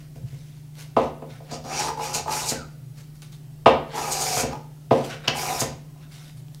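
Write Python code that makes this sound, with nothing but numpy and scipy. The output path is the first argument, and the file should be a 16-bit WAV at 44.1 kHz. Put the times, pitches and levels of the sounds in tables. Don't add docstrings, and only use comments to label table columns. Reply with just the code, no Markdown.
import sys
import numpy as np
from scipy import signal
from scipy.io import wavfile
from scipy.ndimage import uniform_filter1d

SR = 44100
rng = np.random.default_rng(int(sys.argv[2]) if len(sys.argv) > 2 else 0)


def waveform_to_disk(signal):
    frames = np.transpose(np.atleast_2d(signal))
    scaled = np.clip(frames, -1, 1) * 32767
    samples = np.round(scaled).astype(np.int16)
    wavfile.write(sys.argv[1], SR, samples)


N = 291060

# start_s, rise_s, hold_s, level_db, treble_tilt_db_per_octave,
# plane_ringing_db (re level)
RUSTLE_EVENTS = [(0.0, 0.0021, 0.03, -58, -2.5, -16), (0.148, 0.0095, 0.02, -58, 5, -16),
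                 (0.233, .044, 0.32, -56, 0.5, -13), (0.746, 0.043, 0.035, -43.5, 1, -11),
                 (0.96, 0.01, 0.068, -45, -5.5, -20), (1.265, .038, .06, -53.5, -3, -1),
                 (1.418, 0.083, .003, -50, -5.5, -12), (2.934, 0.045, .028, -51.5, 0.5, -17),
                 (3.14, .014, .003, -56, 4, -15), (3.216, 0.0067, .003, -46.5, 1.5, -10),
                 (3.317, 0.0065, .003, -49, 0.5, -17), (3.866, 0.074, 0.058, -43.5, -6.5, -10),
                 (4.905, 0.0096, 0.1, -43, -3, -23), (5.026, 0.021, .003, -37.5, -0.5, -21),
                 (5.075, 0.027, 0.032, -41.5, -7, -7), (5.215, 0.035, .003, -49, -10, -17),
                 (5.932, 0.099, 0.0035, -57.5, -3.5, -12), (6.092, .024, 0.18, -49.5, 1, -11),
                 (6.36, 0.015, 0.0027, -51, 3.5, -14), (6.484, .062, .003, -59, 2.5, -14)]
# time_s, level_db, legs_db,
# bench_top_db, crack_db (these three re level), favoured_pitch_hz, falloff_db_per_squared_octave,
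# contact_time_constant_s
KNOCK_EVENTS = [(0.156, -38, -1.5, -7, -14, 224, 3.5, 0.0039), (0.234, -52.5, -7, 26, -17, 221, 12, 0.0028),
                (0.323, -44.5, -26, 1, -10, 275, 6, 0.0024),
                (0.966, -5.5, -30.5, -32, -19.5, 704, 1.5, 0.00077),
                (1.22, -27.5, -24, -29, -20, 275, 1.5, 0.0014),
                (1.401, -37, -24, -20, -25, 586, 10, 0.0043),
                (1.516, -25.5, -17, -20, -29, 221, 1.5, 0.0066),
                (1.645, -31, -22, -12, -29, 716, -3.5, 0.0032),
                (2.149, -25.5, -13, -23, -8, 825, 1.5, 0.0044),
                (2.257, -26, -33, -32, -24, 856, 12, 0.0043),
                (2.514, -20.5, -18, -19.5, -8, 231, 2.5, 0.0031),
                (3.66, 0.5, -34, -27.5, -11, 910, 2, 0.00031),
                (4.367, -18, -17.5, -15.5, -25, 810, 2.5, 0.0021),
                (4.432, -17, -22, -15.5, -10.5, 235, 2.5, 0.0013),
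                (4.909, -3.5, -42, -19, -20.5, 456, 3.5, 0.0027),
                (5.277, -19.5, -30, -13.5, 1.5, 760, -0.5, 0.0016),
                (5.614, -16.5, -20.5, -11.5, -7, 670, -0.5, 0.0029),
                (5.958, -50.5, -23, -23, -25, 890, 14.5, 0.0028)]
# time_s, peak_db, centre_hz
SNAP_EVENTS = [(0.7544, -42, 4780), (1.514, -33, 7140), (3.2207, -31.5, 5200), (3.323, -39, 4620),
               (4.1155, -31, 7000), (5.2817, -6.5, 2950), (6.027, -45, 3000), (6.123, -43, 4500),
               (6.245, -40, 4500), (6.298, -39.5, 2600), (6.4837, -44, 2500), (6.547, -36.5, 5000)]
# pitch_hz, level_db, t60_s
WOOD_MODES = [(66.2, 0, 0.36), (77.5, -3.5, 0.47), (134.8, -3, 0.24), (168, -12.5, 0.086),
              (235.3, -3.5, 0.16), (284, -6.5, 0.14), (322.7, -4, 0.1), (372.4, 0, 0.1), (452.3, 2.5, 0.15),
              (526, -1.5, 0.11), (555.6, -4.5, 0.088), (610.6, -3, 0.063), (673.2, -3, 0.11),
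              (730.4, -4, 0.08), (787, 0.5, 0.045), (890, 2.5, 0.036), (992.6, 4, 0.057), (1079, 6, 0.035),
              (1242, 2.5, 0.045), (1472, 5.5, 0.077), (2160, 11.5, 0.035), (2728, 3, 0.074),
              (3684, 4, 0.09), (4800, -1.5, .03), (5730, -16, .025), (7100, -25, 0.021)]
# frequency_hz, density_db (per Hz)
TEAR_SPECTRUM = [(1650, -47), (2800, -1), (3310, -3), (4180, 3.5), (4840, 3.5), (7120, -3), (7490, -1),
                 (8360, -5), (9890, -5.5), (13600, -12.5), (16000, -26.5)]
# centre_hz, width_hz, lift_db
IRON_RESONANCES = [(4750, 400, 4.5), (6590, 1100, 8.5), (6970, 310, 5.5), (8300, 650, 6.5),
                   (9100, 200, 5.5), (11600, 500, 1)]
# frequency_hz, density_db (per Hz)
RUB_SPECTRUM = [(530, -13.5), (900, 0), (1150, -74), (1380, 0), (1490, -5.5), (1980, -7.5), (2360, 1),
                (3300, -9.5), (4500, -6), (5850, 2), (9900, -120)]
# frequency_hz, density_db (per Hz)
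RUSTLE_SPECTRUM = [(290, -13.5), (500, -3.5), (1000, -7.5), (1950, -6.5), (4470, -5.5), (12700, -16.5),
                   (16000, -25)]
# frequency_hz, density_db (per Hz)
AIR_SPECTRUM = [(12, -38.5), (20, -22.5), (96, -15.5), (134, -43.5), (154, -6), (177, -16), (228, -23),
                (285, -19), (357, -33.5), (642, -32), (698, -33), (1370, -41.5), (5680, -43), (14700, -45),
                (16000, -46)]
AIR_DB = -52
# pitch_hz, level_db (rms)
HUM_TONES = [(150.2, -43)]
# centre_hz, width_hz (of each of two passes), level_db (rms)
FAN_BANDS = [(124.7, 13, -49), (164, 3, -71.5), (32.4, 38.5, -60), (372, 59, -67)]
# frequency_hz, t60_s
SHOP_DECAY = [(60, 0.38), (260, 0.59), (700, 0.44), (1840, 0.46), (4850, 0.41), (12000, 0.23)]
# start_s, rise_s, hold_s, tearing_db, drift_over_hold_db,
# treble_tilt_db_per_octave, sole_rub_db (re tearing), throat_rise_s, throat_db, throat_drift_db,
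# throat_start_hz, throat_end_hz
PUSH_EVENTS = [(1.503, 0.011, 0.036, -41, 3, -4.5, -6.5, 0.01, -38.5, 5.5, 690, 686),
               (1.64, 0.16, 0.092, -29.5, -9, 2, 1, 0.033, -31, 6, 723, 886),
               (1.972, 0.069, 0.074, -36, -8, 7.5, 3, 0.022, -27.5, -7, 860, 796),
               (2.109, 0.04, 0.041, -37, -2.5, 0, 3, 0.037, -31.5, 1, 885, 822),
               (2.27, 0.053, .2, -30.5, -7, 6.5, -1, 0.013, -26, -9.5, 868, 832),
               (3.931, 0.029, .45, -39, 12, 7, -1.5, 0.022, -27.5, -3, 855, 710),
               (4.497, 0.027, 0.034, -58.5, -8, -11, 10.5, .035, -31.5, -5, 780, 862),
               (5.274, 0.0055, 0.034, -25, -26, -19.5, -2, 0.0074, -31.5, -1, 840, 750),
               (5.332, 0.038, 0.25, -37, -2, 12.5, 3, 0.16, -24, -11, 813, 722)]
# start_s, rise_s, peak_db
CATCH_EVENTS = [(2.13, .018, -23.5), (2.46, .036, -24), (4.107, 0.018, -26.5), (4.19, 0.033, -27.5),
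                (4.37, 0.0093, -45), (5.592, 0.015, -22)]
# start_s, rise_s, hold_s, level_db, first_hz, last_hz
SQUEAK_GLIDE = (2.535, .015, .08, -41, 1680, 1270)

EDGE_HZ = 15850
LEGS_TOP_HZ, BENCH_TOP_HZ, BOARD_TOP_HZ = 100, 200, 1400
PUSH_RISE_DB, PUSH_FALL_DB_PER_S = 22.5, 502
THROAT_RISE_DB, THROAT_FALL_DB_PER_S = 12.5, 271
SHAKE_DB = -18
CATCH_RISE_DB, CATCH_FALL_DB_PER_S, CATCH_TILT_DB_PER_OCTAVE = 17, 452, 3.4
RUSTLE_RISE_DB, RUSTLE_SAG_DB_PER_S, RUSTLE_FALL_DB_PER_S = 21.5, -20, 307
PLACE = 0.292
SNAP_WIDTH = 1.4


def gain_of(db):
    return 10 ** (np.asarray(db) / 20)


def evened(x):
    return x / np.sqrt(np.mean(x ** 2) + 1e-20)


def read(points, hz):
    f, value = np.transpose(points)
    return np.interp(np.log(hz + 1), np.log(f + 1), value)


def add(mix, s, sound):
    part = mix[max(round(s * SR), 0):][:len(sound)]
    part += sound[:len(part)]


def swell(start, rise, hold, db, rise_db, drift_db, fall_db_per_s):
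    t = np.arange(N) / SR - start
    rise, hold = max(rise, .001), max(hold, .001)
    level_db = np.interp(t, [0, rise, rise + hold], [db - rise_db, db, db + drift_db])
    fall_db = fall_db_per_s * np.clip(t - rise - hold, 0, 1)
    return gain_of(level_db - fall_db) * (t >= 0)


def blend(gains, values):
    return sum(g * v for g, v in zip(gains, values)) / (sum(gains) + 1e-12)


def resonate(x, hz, width):
    turn = np.exp(2j * np.pi * np.cumsum(hz * np.ones(len(x))) / SR)
    r = np.exp(-np.pi * width / SR)
    smoothed = signal.lfilter([1 - r], [1, -r], x / turn + 1e-18)
    return 2 * (turn * smoothed).real


def fibres(per_s, spread_db):
    size = gain_of(spread_db * np.minimum(rng.exponential(1, N), 3.5))
    happens = rng.random(N) < per_s / SR
    return evened(size * rng.standard_normal(N) * happens)


def colour(x, shape_db, tilt=0, patchy_db=0, size=512):
    hz, t, z = signal.stft(x, SR, nperseg=size, noverlap=size * 3 // 4)
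    patches = rng.standard_normal(z.T.shape).T
    patches = uniform_filter1d(patches, size=7, axis=0)
    patches = evened(uniform_filter1d(patches, size=12, axis=1))
    steady = gain_of(shape_db(hz))[:, None]
    octaves = np.log2(np.maximum(hz, 2000) / 6000)[:, None]
    slope_db = octaves * np.interp(t * SR, np.arange(N), tilt * np.ones(N))
    z = z * steady * gain_of(slope_db + patchy_db * patches) / np.sqrt(np.mean(steady ** 2))
    return signal.istft(z, SR, nperseg=size, noverlap=size * 3 // 4)[1][:N]


def ring(lo_hz, hi_hz, place=0., favoured_hz=600., fall_db=0.):
    modes = [m for m in WOOD_MODES if lo_hz < m[0] < hi_hz]
    hz, db, t60 = np.transpose(modes)[:, :, None]
    t = np.arange(SR // 2) / SR
    shape = .5 + np.cos(2 * np.pi * place * np.sqrt(hz / 60.)) ** 2
    sign = (-1.) ** np.arange(len(hz))[:, None]
    level_db = db - fall_db * np.log2(hz / favoured_hz) ** 2 - 60 * t / t60
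    sound = (sign * shape * gain_of(level_db) * np.sin(2 * np.pi * hz * t)).sum(0)
    return sound / abs(sound).max()


def background():
    t = np.arange(N) / SR
    hum = sum(gain_of(db) * np.sqrt(2) * np.sin(2 * np.pi * (hz * t + rng.random()))
              for hz, db in HUM_TONES)
    fan = np.zeros(N)
    for hz, width, db in FAN_BANDS:
        band = resonate(resonate(rng.standard_normal(N), hz, width), hz, width)
        fan += gain_of(db) * evened(band)
    air = colour(rng.standard_normal(N), lambda hz: read(AIR_SPECTRUM, hz), patchy_db=-2.0, size=4096)
    return hum + fan + gain_of(AIR_DB) * air


def rustles():
    gains = [swell(s, rise, hold, db, RUSTLE_RISE_DB, RUSTLE_SAG_DB_PER_S * hold, RUSTLE_FALL_DB_PER_S)
             for s, rise, hold, db, _, _ in RUSTLE_EVENTS]
    *_, tilts, ring_db = np.transpose(RUSTLE_EVENTS)
    tilt = blend(gains, tilts)
    brush = colour(fibres(5000, 0.62), lambda hz: read(RUSTLE_SPECTRUM, hz), tilt, patchy_db=2.5)
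    body = evened(signal.oaconvolve(fibres(3000, 1.3), ring(BOARD_TOP_HZ, SR))[:N])
    return sum(gains) * brush + gain_of(ring_db) @ gains * body


def knocks():
    light, heavy, t = np.zeros(N), np.zeros(N), np.arange(SR // 2) / SR
    grit_band = signal.butter(2, [1250., 3100.], "band", fs=SR, output="sos")
    for s, db, legs_db, top_db, crack_db, favoured_hz, fall_db, contact in KNOCK_EVENTS:
        board = ring(BENCH_TOP_HZ, BOARD_TOP_HZ, PLACE, favoured_hz, fall_db)
        board = board * (1 - np.exp(-t / contact))
        board = board / abs(board).max()
        top = gain_of(top_db) * ring(LEGS_TOP_HZ, BENCH_TOP_HZ, PLACE) * (1 - np.exp(-t / 0.003))
        legs = gain_of(legs_db) * ring(0, LEGS_TOP_HZ, PLACE) * (1 - np.exp(-t / 0.024)) ** 2
        grit = rng.standard_normal(len(t)) * (1 - np.exp(-t / 0.0021)) * np.exp(-t / 0.018)
        grit = signal.sosfilt(grit_band, grit)
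        gripped = ring(BOARD_TOP_HZ, SR, PLACE) * np.exp(-t / 0.0095)
        crack = gain_of(crack_db) * (0.77 * gripped + 1.28 * grit)
        start = s - .0006
        add(light, start, gain_of(db) * (gain_of(-1.0) * board + crack))
        add(heavy, start, gain_of(db) * (gain_of(2.5) * top + gain_of(6.0) * legs))
    return light, heavy


def snaps():
    out, t = np.zeros(N), np.arange(400) / SR
    for s, db, hz in SNAP_EVENTS:
        click = rng.standard_normal(len(t)) * np.exp(-t / 0.00048)
        click = resonate(resonate(click, hz, SNAP_WIDTH * hz), hz, SNAP_WIDTH * hz)
        add(out, s, gain_of(db) * click / abs(click).max())
    return out


def tearing_db(hz):
    lift = sum(db / (1 + (2 * (hz - f) / width) ** 2) for f, width, db in IRON_RESONANCES)
    return read(TEAR_SPECTRUM, hz) + lift


def strokes():
    cuts, tilts, rubbing, voices, pitches = [], [], 0, [], []
    for (s, rise, hold, db, drift_db, tilt, rub_db,
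         throat_rise, throat_db, throat_drift_db, first_hz, last_hz) in PUSH_EVENTS:
        cut = swell(s, rise, hold, db, PUSH_RISE_DB, drift_db, PUSH_FALL_DB_PER_S)
        cuts.append(cut)
        tilts.append(tilt)
        rubbing = rubbing + gain_of(rub_db) * cut
        throat_hold = rise + hold - throat_rise
        voices.append(swell(s, throat_rise, throat_hold, throat_db,
                            THROAT_RISE_DB, throat_drift_db, THROAT_FALL_DB_PER_S))
        pitches.append(np.interp(np.arange(N) / SR, [s, s + rise + hold], [first_hz, last_hz]))
    for s, rise, db in CATCH_EVENTS:
        cuts.append(swell(s, rise, 0, db, CATCH_RISE_DB, 0, CATCH_FALL_DB_PER_S))
        tilts.append(CATCH_TILT_DB_PER_OCTAVE)
    tear = colour(fibres(14000, 0.38), tearing_db, blend(cuts, tilts), patchy_db=1.5)
    rub = colour(fibres(6000, 1.7), lambda hz: read(RUB_SPECTRUM, hz), patchy_db=3.5)
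    chatter = fibres(900, 1.76)
    throat = evened(resonate(chatter, blend(voices, pitches) + 1, 57.0))
    board = evened(signal.oaconvolve(chatter, ring(BENCH_TOP_HZ, BOARD_TOP_HZ))[:N])
    voice = sum(voices) * (gain_of(-0.5) * throat + gain_of(-7.5) * board)
    shake = gain_of(SHAKE_DB) * sum(voices) * rng.standard_normal(N)
    legs = ring(0, LEGS_TOP_HZ)
    bench = signal.oaconvolve(shake, legs / np.linalg.norm(legs))[:N]
    return sum(cuts) * tear + rubbing * rub + voice + bench


def squeak():
    s, rise, hold, db, first_hz, last_hz = SQUEAK_GLIDE
    hz = np.interp(np.arange(N) / SR, [s, s + rise + hold], [first_hz, last_hz])
    tone = evened(resonate(resonate(rng.standard_normal(N), hz, 70.), hz, 70.))
    return swell(s, rise, hold, db, PUSH_RISE_DB, -3.7, PUSH_FALL_DB_PER_S) * tone


def shop(x):
    taps = np.zeros(SR)
    at = np.arange(260, SR - 20, 20) + rng.integers(0, 20, (SR - 261) // 20)
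    early_db = 2.0 / (1 + np.exp((at / SR - .085) / 0.022))
    taps[at] = rng.choice([-1., 1.], at.shape) * gain_of(early_db)
    hz, t, z = signal.stft(taps, SR, nperseg=256)
    decay = gain_of(-60 * t / read(SHOP_DECAY, hz)[:, None])
    tail = signal.istft(z * decay, SR, nperseg=256)[1]
    return signal.fftconvolve(x, tail / np.linalg.norm(tail))[:N]


def scene():
    rubbing = strokes() + rustles() + squeak()
    blows, thuds = knocks()
    ticks = snaps()
    room = shop(gain_of(-9.5) * rubbing + gain_of(-1.0) * blows + gain_of(-2.5) * thuds
                + gain_of(-6.5) * ticks)
    work = gain_of(-2.0) * rubbing + gain_of(2.0) * blows + thuds + gain_of(3.5) * ticks + room
    rumble_free = signal.sosfilt(signal.butter(4, 48., "high", fs=SR, output="sos"), work)
    return (rumble_free + background())[None]


def record(dry):
    clipped = np.clip(dry, -1, 1)
    low_pass = signal.firwin(511, EDGE_HZ, window=("kaiser", 9), fs=SR)
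    return signal.oaconvolve(clipped, low_pass[None], "same")


dry = scene()
out = record(dry)
waveform_to_disk(out)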